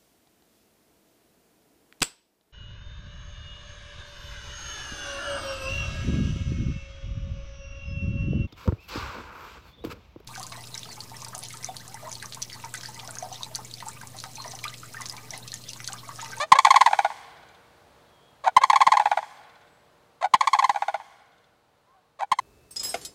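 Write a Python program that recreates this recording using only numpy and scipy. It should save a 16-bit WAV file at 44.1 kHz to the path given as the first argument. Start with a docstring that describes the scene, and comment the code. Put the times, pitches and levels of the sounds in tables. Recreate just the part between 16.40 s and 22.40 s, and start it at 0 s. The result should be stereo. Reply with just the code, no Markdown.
"""Sandhill crane duet on a lawn

Two cranes call: a hoarse honk, then a rattle of reedy notes that quickens and gives out. Membranes in
the syrinx are the source and the long windpipe is the filter. The leader is high and loud; its partner
joins in lower and finishes alone. Grass, trees and a house reflect the calls; small birds and a far crane
sound over a quiet hush. The loudest notes overload the microphone, and the whole level fades steadily."""
import sys
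import numpy as np
from scipy import signal
from scipy.fft import rfft, irfft, next_fast_len
from scipy.io import wavfile
from scipy.ndimage import map_coordinates

SR = 44100
rng = np.random.default_rng(int(sys.argv[2]) if len(sys.argv) > 2 else 0)


def materialize(psi):
    """Save the field psi as 16-bit PCM at rate SR to the path in sys.argv[1].

    A 1-D psi becomes a single channel; in a 2-D psi each row is a channel.
    """
    bounded = np.clip(np.atleast_2d(psi).T, -1, 1)
    quanta = np.round(bounded * 32767).astype(np.int16)
    wavfile.write(sys.argv[1], SR, quanta)


N = 264644
TOP_HZ = 15800


def amp(db):
    """Amplitude ratio of a level in decibels."""
    return 10 ** (np.asarray(db) / 20)


def unit(x):
    """Normalisation to an rms of 1."""
    return x / np.sqrt(np.mean(x ** 2) + 1e-20)


def along(points, hz):
    """Interpolation of (Hz, value) points on a logarithmic frequency axis."""
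    f, v = np.transpose(points)
    return np.interp(np.log(hz + 1), np.log(f + 1), v)


def wobble(rate, t):
    """Smooth random modulation, with rate knots per unit of t."""
    return map_coordinates(rng.standard_normal(1024), [t * rate], mode="wrap")


def filtered(x, response):
    """Linear filtering: the spectrum times a complex frequency response."""
    size = next_fast_len(N + SR)
    return irfft(rfft(x, size) * response(np.fft.rfftfreq(size, 1 / SR)), size)[..., :N]


def delay(hz, s):
    """A delay of s seconds is a phase lag proportional to frequency."""
    return np.exp(-2j * np.pi * hz * s)


def span(s, length):
    """The samples of an event, and the time since its onset."""
    i = np.arange(max(0, int(s * SR) + 1), min(N, int((s + length) * SR)))
    return i, i / SR - s


def add(out, i, sound, db):
    """Superposition of a sound on out at the samples i."""
    out[i] += amp(db) * sound


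# Each row: frequency in Hz, relative spectral density in dB.
HUSH_SPECTRUM = [(20, -30.5), (50, -13.5), (120, -8.5), (200, -12), (400, -11), (800, -8.5), (1300, -12),
                 (2300, -20), (4200, -21), (5200, -26.5), (10000, -32), (15000, -36)]
# Each row: frequency in Hz, correlation of left and right.
HUSH_COHERENCE = [(60, 0.94), (130, .92), (290, 0.27), (640, 0.34), (1400, 0.0064), (15000, 0)]
# Each row: frequency in Hz, level in dB.
MACHINE_HUM = [(471, -64.5), (587, -64)]

def hush(hush_db=-53.5):
    """Distant noise is coherent at long wavelengths; a far machine adds a faint, unsteady hum."""
    t = np.arange(N) / SR
    angle = lambda f: np.arccos(np.clip(along(HUSH_COHERENCE, f), -1, 1)) / 2
    spectrum = lambda f: amp(along(HUSH_SPECTRUM, f)) * [np.cos(angle(f)), np.sin(angle(f))]
    mid, side = filtered(rng.standard_normal((2, N)), spectrum)
    drift_db = .5 * wobble(5, t)
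    hum = sum(amp(db + 1.2 * wobble(1.9, t)) * np.sin(2 * np.pi * hz * t + wobble(12, t))
              for hz, db in MACHINE_HUM)
    return amp(hush_db + drift_db) * unit(np.array([mid + side, mid - side])) + hum


def diffuse(x, bands, rise_s):
    """Diffuse reverberation: reflections, uncorrelated left and right, build up and decay by band."""
    bands = np.array(bands)
    hz, t, noise = signal.stft(rng.standard_normal((2, SR + SR // 2)), SR, nperseg=128)
    decay = amp(-60 * t / along(bands[:, :2], hz)[:, None])
    envelope = decay * (1 - np.exp(-(t / rise_s) ** 2))
    gain = amp(along(bands[:, ::2], hz))[:, None] / np.sqrt(np.mean(envelope ** 2, axis=1, keepdims=True))
    tail = signal.istft(noise * envelope * gain, SR, nperseg=128)[1]
    return signal.fftconvolve(x[None], tail / np.sqrt(tail.shape[1]), axes=1)[:, :N]


# Each row: frequency in Hz, 60 dB decay time in seconds, gain in dB.
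TREE_REVERB = [(303.8, .8, -29), (970, 1.1, -24.5), (1480, 1.8, -18.5), (3130, 1.4, -24),
               (6400, 0.45, -14.5), (14380, 0.71, -16)]

def trees(x, rise_s):
    """Multiple scattering among trees gives a long reverberant tail."""
    return diffuse(x, TREE_REVERB, rise_s)


# Each row: start and length in seconds, start and end pitch in Hz, level in dB,
# waver as a fraction of the pitch, relative level of the second harmonic in dB.
FAR_CALLS = [(1.646, 0.26, 3470, 3030, -64, 0.0028, -41.5), (1.797, .16, 3380, 3230, -62, .004, -32.5),
             (3.232, 0.18, 7850, 7950, -71, .02, -39.5), (5.459, 0.1193, 967, 1188, -49, 0.017, -21.5),
             (5.53, 0.083, 787, 723, -47.5, 0.017, -13.5)]

def far_birds(wet_db=16):
    """Frequency-modulated glides of small birds and a far crane; at a distance reverberation dominates."""
    out = np.zeros(N)
    for s, length, start_hz, end_hz, db, waver, second_db in FAR_CALLS:
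        i, t = span(s, length)
        pitch = (start_hz + (end_hz - start_hz) * t / length) * (1 + waver * wobble(400, t))
        phase = 2 * np.pi * np.cumsum(pitch) / SR
        tone = np.sin(phase) + amp(second_db) * np.sin(2 * phase)
        add(out, i, np.sin(np.pi * t / length) * tone, db)
    return out + amp(wet_db) * trees(out, rise_s=.034)


# Each row: frequency in Hz, 60 dB decay time in seconds, gain in dB.
WALL_ECHO = [(500, .05, -48), (1000, 0.067, -56), (1800, .05, -34), (3260, .04, -23), (6000, 0.029, -27.5),
             (12000, .04, -40)]

def house(call, delay_s=.495):
    """Reflection from a distant wall: one thin, late echo, smeared by hedge and eaves."""
    return diffuse(filtered(call, lambda f: delay(f, delay_s)), WALL_ECHO, rise_s=.002)


# Each row: frequency in Hz, 60 dB decay time in seconds, gain in dB.
GRASS_SCATTER = [(500, 0.067, -25), (1105, 0.037, -22.5), (1600, 0.024, -14), (3000, 0.12, -10),
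                 (5960, .035, -13), (14000, 0.016, -7.5)]

def grass(call):
    """Scattering from rough ground adds a short tail."""
    return diffuse(call, GRASS_SCATTER, rise_s=.003)


# Each row: delay in seconds, amplitude gain.
NEAR_ECHOES = [(.00751, 0.023), (.00826, 0.037), (.0099, 0.091), (.0123, 0.18)]

def direct(call, ports, ripple_rad=.5):
    """Level and phase differences at two ports give direction; nearby reflections form a comb filter."""
    sides, ports = np.array([[.5], [-.5]]), np.array(ports)
    # the body that holds the microphone scatters the treble
    ripple = lambda f: ripple_rad * np.minimum(f / 4000, 1) ** 2 * wobble(.004, f)
    lead = lambda f: along(ports[:, ::2], f) + ripple(f)
    pickup = lambda f: amp(sides * along(ports[:, :2], f)) * np.exp(1j * sides * lead(f))
    comb = lambda f: 1 + sum(gain * delay(f, s) for s, gain in NEAR_ECHOES)
    return filtered(call, lambda f: pickup(f) * comb(f))


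# Modes of windpipe and bill. Each row: frequency in Hz, bandwidth in Hz, gain in dB.
WINDPIPE_MODES = [(653.3, 69, -7.5), (845.5, 84.4, 4), (1067.5, 206, -0.5), (1461, 54, -2), (1670, 63, -5),
                  (1787, 66, -4), (1990, 150, -2.5), (2318, 83, -2.5), (2588, 140, -7.5), (3302, 310, -6),
                  (3351, 560, -1.5), (4350, 670, -5), (4966, 210, -6), (6404, 840, -6), (7800, 2000, -9),
                  (8530, 563.0, -7.5), (9330, 370, -15.5), (12100, 2342.0, -23.5)]

def windpipe(source, blur=1.8, around_db=-3.5):
    """Resonance of an air column: sharp peaks in the sound sent forward, broader ones all around."""
    mode = lambda f, hz, width, db: amp(db) * 1j * f * width / (hz * hz - f * f + 1j * f * width)
    forward = lambda f: sum((-1) ** k * mode(f, *row) for k, row in enumerate(WINDPIPE_MODES))
    around = lambda f: np.sqrt(sum(np.abs(mode(f, hz, blur * width, db)) ** 2
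                                   for hz, width, db in WINDPIPE_MODES))
    return filtered(source, forward), amp(around_db) * filtered(source, around)


def reed(pitch, push, rolloff, rasp_db):
    """A pressure-driven valve: harmonics grow with the push of air, and turbulence bursts once a cycle."""
    k = np.arange(1, 21, dtype=float)[:, None]
    phase = 2 * np.pi * np.cumsum(pitch) / SR
    tone = (k ** -rolloff * push ** np.sqrt(k) * np.sin(k * phase) * (k * pitch < TOP_HZ)).sum(0)
    hiss = rng.standard_normal(size=8192)[:len(pitch)]
    return tone + amp(rasp_db) * push * hiss * (1 + np.cos(phase))


def note(s, length, hz, rolloff, arch=.53, swell=.62, jitter=.03, rasp_db=-24):
    """Pitch follows pressure: a puff drives it quickly up, then down. Low, slack notes are raspier."""
    i, t = span(s, length)
    progress = np.clip(t / length, 0, 1) ** swell
    push = np.abs(np.sin(np.pi * progress))
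    slack = np.clip((1100 - hz) / 300, 0, 1)
    waver = (jitter + .05 * slack) * wobble(900, t)
    pitch = hz * (1 - arch * (2 * progress - 1) ** 2) * (1 + waver)
    return i, reed(pitch, push, rolloff, rasp_db + 5 * slack)


def honk(s, length, start_hz, end_hz, rolloff, rough, jitter=.07, shimmer_db=6):
    """Jitter and shimmer, irregular pitch and strength from cycle to cycle, make a held glide hoarse."""
    i, t = span(s, length)
    progress = np.clip(t / length, 0, 1)
    push = np.abs(np.sin(np.pi * progress)) ** .77
    pitch = (start_hz + (end_hz - start_hz) * progress) * (1 + rough * jitter * wobble(600, t))
    shimmer = amp(rough * shimmer_db * wobble(500, t))
    return i, shimmer * reed(pitch, push, rolloff, rasp_db=-24)


def rattle(length, stretch, beat, effort, count=12):
    """A pulse train whose gaps settle geometrically; gives each note's age, pitch, length, dB, rolloff."""
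    first_gap, last_gap, kept = beat
    gaps = stretch * (last_gap + (first_gap - last_gap) * kept ** np.arange(count))
    ages = np.cumsum(gaps) - gaps
    ages = ages[ages < length]
    share, *columns = np.transpose(effort)
    return zip(ages, *(np.interp(ages / ages[-1], share, column) for column in columns))


def syrinx(calls, beat, effort, rebounds=(), scatter_db=.5, pitch_scatter=.0054, scatter_s=.0012):
    """Airflow sets membranes oscillating: each call is a honk, then a rattle of slightly uneven notes."""
    out = np.zeros(N)
    for start, length, stretch, call_db, dull, registers, honk_db in calls:
        for before, held, start_hz, end_hz, db, rolloff, rough in registers:
            add(out, *honk(start - before, held, start_hz, end_hz, rolloff, rough), honk_db + db)
        for age, hz, held, db, rolloff in rattle(length, stretch, beat, effort):
            louder, higher, later = rng.standard_normal(size=3)
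            onset, level_db = start + age, call_db + db + scatter_db * louder
            add(out, *note(onset, held, hz * (1 + pitch_scatter * higher), rolloff + dull), level_db)
            for after, flap_db in rebounds:
                flap = note(onset + after + scatter_s * later, length=.0053, hz=830, rolloff=1.2)
                add(out, *flap, level_db + flap_db)
    return out


# A honk's registers. Each row: lead before the rattle and length in seconds, start and end pitch in Hz,
# level in dB, harmonic rolloff exponent, roughness from 0 to 1.
LOW_HONK = [(.125, .037, 524, 562, -12.5, 1.05, .5)]
# Each row: rattle start and length in seconds, stretch factor of its beat, its gain in dB,
# its extra rolloff, honk table, honk gain in dB.
PARTNER_CALLS = [(.2664, .465, .961, -1, -.1, LOW_HONK, 3), (2.3287, .525, .976, .6, -.03, LOW_HONK, .3),
                 (4.146, .48, 1.001, 0, .06, LOW_HONK, -3)]
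# Each row: fraction of the rattle, top pitch in Hz, note length in seconds, level in dB, rolloff exponent.
PARTNER_EFFORT = [(0, 859.6, .0093, -5.5, .92), (.45, 851.7, .0078, -6, 1.1), (.75, 813.6, .008, -3, 1.07),
                  (0.891, 752, .0105, -4.5, 1.37), (1, 838, 0.0024, -16.5, 1.2)]
# Each row: delay from the note's onset in seconds, level relative to the note in dB.
REBOUNDS = [(.0075, -10.5), (.0138, -9)]

def partner():
    """The lower voice: its membranes rebound, flapping twice more after each rattle note."""
    beat = (.0763, .0575, .64)  # first and limiting gap in seconds, share of the excess kept per note
    return syrinx(PARTNER_CALLS, beat, PARTNER_EFFORT, REBOUNDS)


# A honk in one register and a honk that breaks through three. Each row: as in LOW_HONK.
CLEAR_HONK = [(.136, 0.07, 531.5, 637, -14, .88, .3)]
BREAKING_HONK = [(.1275, .018, 575, 517, -14.5, 1.35, 0.49), (.1145, .016, 645, 692, -13, 1.3, .63),
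                 (.101, .025, 765, 761, -5.5, 1.8, 0.61)]
# Each row: as in the partner's calls and effort.
LEADER_CALLS = [(.1175, .415, .958, -0.88, -.08, CLEAR_HONK, 0),
                (2.164, .48, 0.99, -0.25, .1, BREAKING_HONK, 0.4),
                (3.936, .435, 1, 0.2, .02, BREAKING_HONK, 0.6),
                (5.915, .435, 1, 0.3, -.07, BREAKING_HONK, 0.9)]
LEADER_EFFORT = [(0, 1091, 0.014, 3, 1.0), (0.169, 1122, 0.011, -1.95, .86), (.33, 1133, .012, -1.7, 0.81),
                 (0.597, 1127, .019, -3, 0.96), (0.882, 1037, .013, -4, 0.98),
                 (0.999, 823.5, .0068, -14, 1.3)]

def leader():
    """The louder voice: its membranes oscillate at a higher fundamental, in a faster pulse train."""
    return syrinx(LEADER_CALLS, beat=(.071, .0495, .67), effort=LEADER_EFFORT)


# Paths to the two microphone ports, the leader ahead and the partner to the right.
# Each row: frequency in Hz, left minus right level in dB, phase lead of the left in radians.
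LEADER_PORTS = [(500, -3, -.05), (850, -1.8, .05), (1100, .5, 0), (1300, 3, .3), (1500, -.5, .3),
                (2400, 1, 0), (3050, -4.5, -.3), (3800, 0, -.4), (4800, -7, -1.4), (5800, 1, 1),
                (7100, -4, -.6), (15000, -2, -.8)]
PARTNER_PORTS = [(500, -3, -.05), (850, -1.8, 0), (1200, 2.5, 0), (1450, -1, .3), (2000, 0, -.2),
                 (2700, 3, -1.1), (3150, -3.5, -1.1), (3900, 1, -1.8), (5600, -7, -2.1), (7500, -2.5, -2.1),
                 (15000, -6, -2)]

def cranes():
    """Multipath propagation: both voices arrive directly and by reflection; the partner faces the house."""
    (high, low), around = windpipe(np.array([leader(), partner()]))
    straight = direct(high, LEADER_PORTS) + direct(low, PARTNER_PORTS)
    return straight + house(low) + grass(high + low) + trees(around.sum(axis=0), rise_s=.23)


def scene():
    """Superposition of cranes, far birds and the hush of the lawn."""
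    return cranes() + far_birds() + hush()


def record(dry, ceiling=.98, offset=.017, low_cut_hz=170, damping=.8, start_gain=.96, fade_per_s=.12):
    """Asymmetric clipping flattens the loudest peaks and adds a soft thump; the gain falls linearly."""
    excess = np.clip(dry, -ceiling - offset, ceiling - offset) - dry
    highpass = lambda f: f * f / (f * f - low_cut_hz ** 2 - 1j * damping * f * low_cut_hz)
    clipped = dry + filtered(excess, highpass)  # the thump loses its slow part
    fade = start_gain - fade_per_s * np.arange(N) / SR
    return filtered(clipped * fade, lambda f: f < TOP_HZ)


dry = scene()
out = record(dry)
materialize(out)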